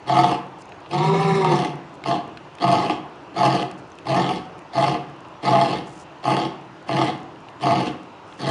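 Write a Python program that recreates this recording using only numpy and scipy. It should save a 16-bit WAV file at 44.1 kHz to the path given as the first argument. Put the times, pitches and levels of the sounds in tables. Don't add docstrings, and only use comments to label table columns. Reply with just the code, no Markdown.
import sys
import numpy as np
from scipy import signal
from scipy.fft import irfft
from scipy.io import wavfile
from scipy.ndimage import uniform_filter1d

SR = 44100
rng = np.random.default_rng(int(sys.argv[2]) if len(sys.argv) > 2 else 0)


def to_wav(s):
    ch = np.atleast_2d(s).T
    pcm = np.round(np.clip(ch, -1, 1) * 32767)
    wavfile.write(sys.argv[1], SR, pcm.astype(np.int16))


def gain_from_db(level_db):
    decades = np.asarray(level_db, float) / 20
    return 10 ** decades


N = 374850

# [f at rest/Hz, f wide open/Hz, width/Hz, share that holds a tone/0-1]
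THROAT_MODES = [(245, 270, 40, .1), (321, 394, 18, .65), (385, 470, 45, .1), (475, 572, 50, .08),
                (590, 650, 80, 0)]


def evened(x):
    return x / np.sqrt(np.mean(x ** 2) + 1e-20)


def read(points, hz):
    f, value = np.transpose(points)
    return np.interp(np.log(hz + 1), np.log(f + 1), value)


def band(x, low_hz, high_hz):
    return signal.sosfilt(signal.butter(3, [low_hz, high_hz], "band", fs=SR, output="sos"), x)


def decay(x, tau_s):
    return signal.lfilter([1], [1, -np.exp(-1 / (tau_s * SR))], x)


def flutter(size):
    smooth = uniform_filter1d(rng.standard_normal(size), size=900)
    return evened(uniform_filter1d(smooth, size=900))


def add(mix, s, sound):
    part = mix[round(s * SR):][:len(sound)]
    part += sound[:len(part)]


def hum():
    # [f/Hz, level/dB per Hz]
    hum_spectrum = [(15, -73), (25, -52), (98, -1.5), (196, 0), (260, -25), (295, 3), (481, -5.5),
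                    (576, -4), (639, -3), (964, -1.5), (2190, -17.5), (2770, -14), (3310, -21),
                    (9760, -39.5), (11700, -52), (15200, -91), (22000, -120)]
    frames, hz = N // 256 + 5, np.fft.rfftfreq(1024, 1 / SR)
    a, b, patches = rng.standard_normal((frames, 513, 3)).T
    patches = uniform_filter1d(patches, size=12, axis=0)
    patches = evened(uniform_filter1d(patches, size=14, axis=1))
    level_db = read(hum_spectrum, hz) - 4 * (hz > 7400)
    z = (a + 1j * b) * gain_from_db(level_db[:, None] + 1.4 * patches)
    return gain_from_db(-42) * evened(signal.istft(z, nperseg=1024, noverlap=768)[1][:N])


def bird():
    # [t/s, f/Hz, level/dB]
    whistle_path = [
        (0.62, 6200, -79),
        (0.656, 6300, -66),
        (0.672, 6900, -75),
        (0.752, 6300, -69),
        (0.79, 6764, -76),
        (0.8, 6293, -82),
    ]
    s, hz, db = np.transpose(whistle_path)
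    t = np.arange(s[0], s[-1], 1 / SR)
    whistle = np.sqrt(2) * np.sin(2 * np.pi * np.cumsum(np.interp(t, s, hz)) / SR)
    out = np.zeros(N)
    add(out, s[0], whistle * gain_from_db(np.interp(t, s, db)) * signal.windows.tukey(len(t), .1))
    return out


def rustles():
    # [t/s, length/s, level/dB]
    rubs = [
        (0.583, 0.047, -54.5),
        (1.937, 0.022, -59),
        (3.774, 0.029, -58),
        (5.85, 0.2, -53.5),
        (8.254, 0.15, -62.5),
    ]
    out = np.zeros(N)
    for s, length_s, db in rubs:
        grains = rng.standard_normal(SR // 4)[:round(length_s * SR)]
        uneven = evened(uniform_filter1d(rng.standard_normal(SR // 4), size=150))
        grains = grains * gain_from_db(3.6 * uneven)[:len(grains)]
        add(out, s, gain_from_db(db) * evened(band(grains, 4400, 10000)) * signal.windows.tukey(len(grains), .3))
    crackle = (rng.random(N) < 14 / SR) * np.minimum(rng.exponential(1, N), 2)
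    return out + gain_from_db(-34) * band(crackle, 5000, 11000)


def ticks():
    # [t/s, peak/dB, ring f/Hz, sharp edge/dB]
    tick_list = [(0.7208, -36, 2520, -33), (0.8044, -49, 2600, -10), (0.8609, -39, 2530, -35),
                 (2.0388, -24, 2160, -26), (2.373, -29.5, 2550, -26), (2.5524, -46, 2300, -3),
                 (2.585, -33, 2580, -21), (3.6277, -26, 2870, -16), (3.713, -38, 2610, -8.5),
                 (3.9865, -34.5, 2600, -16), (4.591, -45, 2780, -7), (5.2494, -42, 2730, -33),
                 (7.3592, -43, 2830, -26), (7.4859, -34, 2870, -42), (8.3255, -38, 3320, -34),
                 (3.9185, -43, 6170, -34), (6.1853, -59, 6390, -14)]
    out, t = np.zeros(N), np.arange(600) / SR
    for s, db, hz, edge_db in tick_list:
        ring = np.sin(2 * np.pi * hz * t) * gain_from_db(-60 * t / .013)
        snap = band(rng.standard_normal(len(t)) * gain_from_db(-60 * t / 0.011), 5000, 11000)
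        knock = band(rng.standard_normal(len(t)) * gain_from_db(-60 * t / 0.022), 1140, 3800)
        add(out, s, gain_from_db(db) * (1.3 * ring + 1.6 * knock + gain_from_db(edge_db + 13) * snap))
    return out


def walls(x):
    # [f/Hz, t60/s]
    wall_t60 = [(100, 0.64), (300, 0.72), (700, 0.53), (1500, 0.64), (4000, 0.38), (9000, 0.37)]
    taps = np.zeros(SR)
    at = np.arange(400, SR - 20, 20)
    at = at + rng.integers(0, 20, len(at))
    taps[at] = rng.choice([-1., 1.], len(at))
    hz, t, z = signal.stft(taps, SR, nperseg=256)
    tail = signal.istft(z * gain_from_db(-60 * t / read(wall_t60, hz)[:, None]), SR, nperseg=256)[1]
    return signal.fftconvolve(x, tail / np.linalg.norm(tail))[:N]


def resonate(x, hz, width):
    turn = np.exp(2j * np.pi * np.cumsum(hz * np.ones(len(x))) / SR)
    r = np.exp(-np.pi * width / SR)
    return 2 * (turn * signal.lfilter([1 - r], [1, -r], x / turn + 1e-18)).real


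def sing(hz, level):
    r = np.exp(-np.pi * hz[0] / 70 / SR)
    drift = signal.lfilter([1], [1, -r], rng.standard_normal((len(hz), 2)) @ [1, 1j])
    drift = signal.lfilter([1], [1, -r ** 4], drift)
    drift = drift / abs(drift) ** .8
    return level * evened((drift * np.exp(2j * np.pi * np.cumsum(hz) / SR)).real)


def tract(drive, level, modes, strengths, jaw, lowest_hz=None, wobble=1, colour_db=None):
    out, power = 0, 0
    for k, (mode, (rest_db, open_db)) in enumerate(zip(modes, strengths)):
        rest_hz, open_hz, width, share = mode
        hz = wobble * (rest_hz + jaw * (open_hz - rest_hz))
        if k == 0 and lowest_hz is not None:
            hz = lowest_hz
        extra_db = 0 if colour_db is None else colour_db[k]
        gain = gain_from_db(rest_db + jaw * (open_db - rest_db) + extra_db)
        spread = np.sqrt(np.pi * width / SR)
        rung = resonate(drive, hz, width)
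        sung = np.sqrt(share) * spread * sing(hz, level) if share else 0
        out = out + (-1) ** k * gain * (rung + sung)
        power = power + (gain * spread) ** 2
    return out / np.sqrt(power)


def slaps(rate, uneven, spread_db, size):
    wander = evened(uniform_filter1d(rng.standard_normal(size), size=300))
    turns = np.floor(np.cumsum(rate * np.exp(uneven * wander)) / SR)
    strength = gain_from_db(spread_db * rng.standard_normal(size))
    clicks = np.diff(turns, prepend=0) * strength
    return clicks / np.sqrt(uniform_filter1d(clicks ** 2, size=4000) + 1e-9)


def folds(jaw):
    size = len(jaw)
    rest_hz, open_hz = THROAT_MODES[1][:2]
    loose = slaps(100, .5, 2.8, size)
    growl = .35 * (1 - jaw) * slaps(40, .25, 2.5, size)
    buzz = .7 * jaw * slaps((rest_hz + jaw * (open_hz - rest_hz)) / 2, .03, 1.5, size)
    return loose * (1 - .5 * jaw) + growl + buzz, growl


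def puffed_air(loose):
    gate = decay(abs(loose), 0.0097)
    return evened((.5 + evened(gate)) * rng.standard_normal(len(loose)))


def hard_slaps(t):
    # [t/s, peak/dB]
    slap_list = [(0.095, -7), (0.188, -4), (0.241, -2.5), (0.315, -9), (0.931, -13.5), (1.446, -5.5),
                 (1.521, -7), (1.64, -23.5), (2.058, -13), (2.64, -5.5), (2.897, -4.5), (3.368, -25),
                 (3.431, -3.5), (4.068, -18), (4.309, -12.5), (4.753, -15.5), (4.778, -8.5), (4.949, -12),
                 (5.45, -17), (5.475, -8.5), (5.55, -5), (5.729, -10), (6.253, -11), (6.278, -7.5),
                 (6.304, -7), (6.891, -12), (7.014, -4), (7.083, -14), (7.637, -10.5), (7.668, -6)]
    hard = np.zeros(len(t))
    for at, db in slap_list:
        if t[0] < at < t[-1]:
            hard[round((at - t[0]) * SR)] = gain_from_db(db + 14.5)
    return hard, decay(hard, 0.006) * rng.standard_normal(len(t))


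def jolts(growl):
    throb = decay(growl, .013)
    throb = evened(throb - uniform_filter1d(throb, size=3000))
    return 1 + .25 * throb.clip(-2, 4) / 2


def chest(level, rough, hard, taut, jaw, closing):
    # [f at rest/Hz, f wide open/Hz, width/Hz, share that holds a tone/0-1]
    chest_modes = [(138, 167, 14, .85), (186, 226, 30, .1)]
    # [level at rest/dB, level wide open/dB]
    chest_strengths = [(-6, -2.5), (-7, -14)]
    rest_hz, open_hz = chest_modes[0][:2]
    lowest_hz = (.98 * rest_hz + jaw * (open_hz - rest_hz)) * (1 + 0.047 * closing)
    drive = .45 * (1 - .6 * jaw) * level * rough + .1 * hard
    return tract(drive, level * (.4 + taut / 2 + .3 * jaw), chest_modes, chest_strengths, jaw, lowest_hz)


def throat(level, rough, hard, taut, jaw, wobble):
    # [level at rest/dB, level wide open/dB]
    throat_strengths = [(-12, -20.5), (-3, -5), (-11, -17), (-11.5, -16.5), (-17.5, -37)]
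    drive = .55 * (1 - .25 * jaw) * level * rough + .3 * hard
    sung_level = level * (.7 + taut / 4 + .15 * jaw)
    return tract(drive, sung_level, THROAT_MODES, throat_strengths, jaw, wobble=np.sqrt(wobble))


def mouth(level, rough, hard, burst, taut, jaw, closing, wobble):
    # [f at rest/Hz, f wide open/Hz, width/Hz, share that holds a tone/0-1]
    mouth_modes = [(711, 790, 26, .65), (850, 988, 30, .55), (1075, 1170, 70, .15), (1235, 1330, 70, .2)]
    # [level at rest/dB, level wide open/dB]
    mouth_strengths = [(2.5, -2.5), (-1, -1.5), (-8, -7.5), (-10, -13.5)]
    rest_hz, open_hz = mouth_modes[0][:2]
    lowest_hz = wobble * (.97 * rest_hz + np.sqrt(jaw) * (open_hz - rest_hz)) * (1 + 0.0693 * closing ** 2)
    drive = .65 * level * rough + 1.2 * hard + .03 * burst
    sung_level = level * taut * (1 - .3 * jaw)
    return tract(drive, sung_level, mouth_modes, mouth_strengths, jaw, lowest_hz, wobble)


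def rasp(level, loose, puffs, hard, burst, jaw, closing, wobble):
    # [f at rest/Hz, f wide open/Hz, width/Hz, share that holds a tone/0-1]
    rasp_modes = [(1520, 1480, 200, 0), (1765, 1740, 100, 0), (2070, 2190, 100, 0), (2750, 2660, 320, 0),
                  (3280, 3820, 320, 0), (4420, 4350, 320, 0), (5300, 5150, 300, 0), (6100, 5900, 600, 0),
                  (7050, 6900, 500, 0), (8900, 8800, 1400, 0)]
    # [level at rest/dB, level wide open/dB]
    rasp_strengths = [(-7, -25), (1.5, -2.5), (2.5, 2), (-2, -7), (-1.5, -7), (-3, -11.5), (-11, -13),
                      (-17.5, -19.5), (-18.5, -21.5), (-18.5, -22)]
    late_db = [-1.5, -4, -3, 1.5, 0.8, -2, 0, -0.5, -1.5, -1.5]
    colour_db = [db * closing + 2.2 * flutter(len(jaw)) for db in late_db]
    drive = level * (0.57 * loose + 0.9 * puffs) + 0.14 * hard + 0.015 * burst
    return tract(drive, 0, rasp_modes, rasp_strengths, jaw, wobble=wobble, colour_db=colour_db)


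def part_levels(t, strongest, shut, effort_db, jaw):
    # [level re effort/dB, gain jaw open/dB, climb/dB, sag/dB per s, flutter/dB, attack/s]
    mouth_law = (-0.56, -5, 7.5, 106.5, .5, 0.07)
    chest_law = (-7.5, 4, 1, 65, 1.2, 0.08)
    throat_law = (-5.5, 0.3, 5.5, 31, 1.2, 0.05)
    rasp_law = (-14, -3.5, 4.5, 32.5, .6, 0.0467)
    since_s = t - t[0]
    climb = np.clip(1 - since_s / min(strongest - t[0], 0.12), 0, 1)
    shared_db = effort_db - 321 * np.maximum(t - shut, 0)
    levels_db = []
    for db, open_db, climb_db, sag_db, flutter_db, attack_s in (mouth_law, chest_law, throat_law, rasp_law):
        part_db = shared_db + db + open_db * jaw - climb_db * climb
        part_db = part_db - sag_db * np.maximum(t - strongest, 0)
        part_db = part_db + flutter_db * (1 + 1.3 * jaw) * flutter(len(t))
        levels_db.append(part_db - 22 * np.clip(1 - since_s / attack_s, 0, 1) ** 1.57)
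    return levels_db


def call(start, strongest, shut, effort_db, share_db, size):
    # [t/s, opening/0-1]
    jaw_path = [
        (.87, 0),
        (.95, .3),
        (1.05, .7),
        (1.1, .95),
        (1.3, 1.0),
        (1.42, .9),
        (1.5, .45),
        (1.62, 0),
    ]
    t = start + np.arange(size) / SR
    jaw = np.interp(t, *np.transpose(jaw_path), left=0, right=0)
    closing = np.clip((t - strongest) / (shut - strongest), 0, 1)
    mouth_db, chest_db, throat_db, rasp_db = part_levels(t, strongest, shut, effort_db, jaw)
    edge = np.clip(np.minimum(t - start, t[-1] - t) / 0.0042, 0, 1)
    in_chest, in_throat, in_mouth, in_rasp = edge * gain_from_db([chest_db, throat_db, mouth_db + share_db, rasp_db])

    loose, growl = folds(jaw)
    puffs = puffed_air(loose)
    hard, burst = hard_slaps(t)
    throb = jolts(growl)
    wobble = 1 + (.022 - .012 * jaw) * evened(uniform_filter1d(rng.standard_normal(size), size=3000))
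    taut = np.clip((mouth_db + 36) / 12, .3, 1) * (1 - .7 * closing)
    rough = (.65 * loose + .75 * puffs) * (1.6 - .6 * taut)

    from_chest = chest(in_chest, rough, hard, taut, jaw, closing)
    from_throat = throat(in_throat, rough, hard, taut, jaw, wobble)
    from_mouth = mouth(in_mouth * throb, rough, hard, burst, taut, jaw, closing, wobble)
    from_rasp = rasp(in_rasp * throb, loose, puffs, hard, burst, jaw, closing, wobble)
    thud = gain_from_db(effort_db - 37.5) * np.exp(-((t - shut + 0.023) / 0.041) ** 2)
    rumble = 22 * band(puffs * thud, 32, 80)
    low = band(from_chest, 99, 236) - band(from_throat, 190, 725)
    return rumble + low + band(from_mouth, 548, 1650) + band(from_rasp, 750, 14000)


def lion():
    # [start/s, strongest/s, mouth shuts/s, effort/dB, mouth share/dB]
    roar = (0.885, 1.55, 1.665, -17, -2.5)
    grunts = [(0.05, 0.195, 0.33, -16.5, 0.7), (2.03, 2.113, 2.143, -18, -1.6),
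              (2.58, 2.722, 2.93, -16.5, 2), (3.335, 3.469, 3.614, -16, 0.9), (4.04, 4.17, 4.357, -17, 0.4),
              (4.715, 4.84, 4.935, -17, -0.2), (5.405, 5.6, 5.78, -16.5, -0.2),
              (6.215, 6.34, 6.45, -18, -0.4), (6.86, 7.01, 7.09, -17, -4.5), (7.59, 7.718, 7.88, -17, 0),
              (8.374, 8.515, 8.88, -18, -6.5)]
    out = np.zeros(N)
    add(out, roar[0], call(*roar, size=SR))
    for row in grunts:
        add(out, row[0], call(*row, size=SR // 2))
    return out


def scene():
    voice = lion()
    return (voice + gain_from_db(-7.5) * walls(voice) + ticks() + rustles() + bird())[None]


def top_cut(x):
    return signal.sosfilt(signal.butter(12, 11830, fs=SR, output="sos"), x)


def record(dry):
    # [f/Hz, level/dB]
    mic_response = [(40, -44), (90, 12.5), (130, 0.5), (7400, -0.5), (8000, -5.5), (8600, -4), (10000, -6),
                    (11000, -10), (12500, -58)]
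    hz = np.fft.rfftfreq(1024, 1 / SR)
    colour = np.roll(irfft(gain_from_db(read(mic_response, hz))), 512) * np.hanning(1024)
    heard = signal.oaconvolve(dry[0], colour, "same") + band(hum(), 55, 14000)
    heard = .9 * np.tanh(heard / .9)
    return top_cut(heard[None])


dry = scene()
out = record(dry)
to_wav(out)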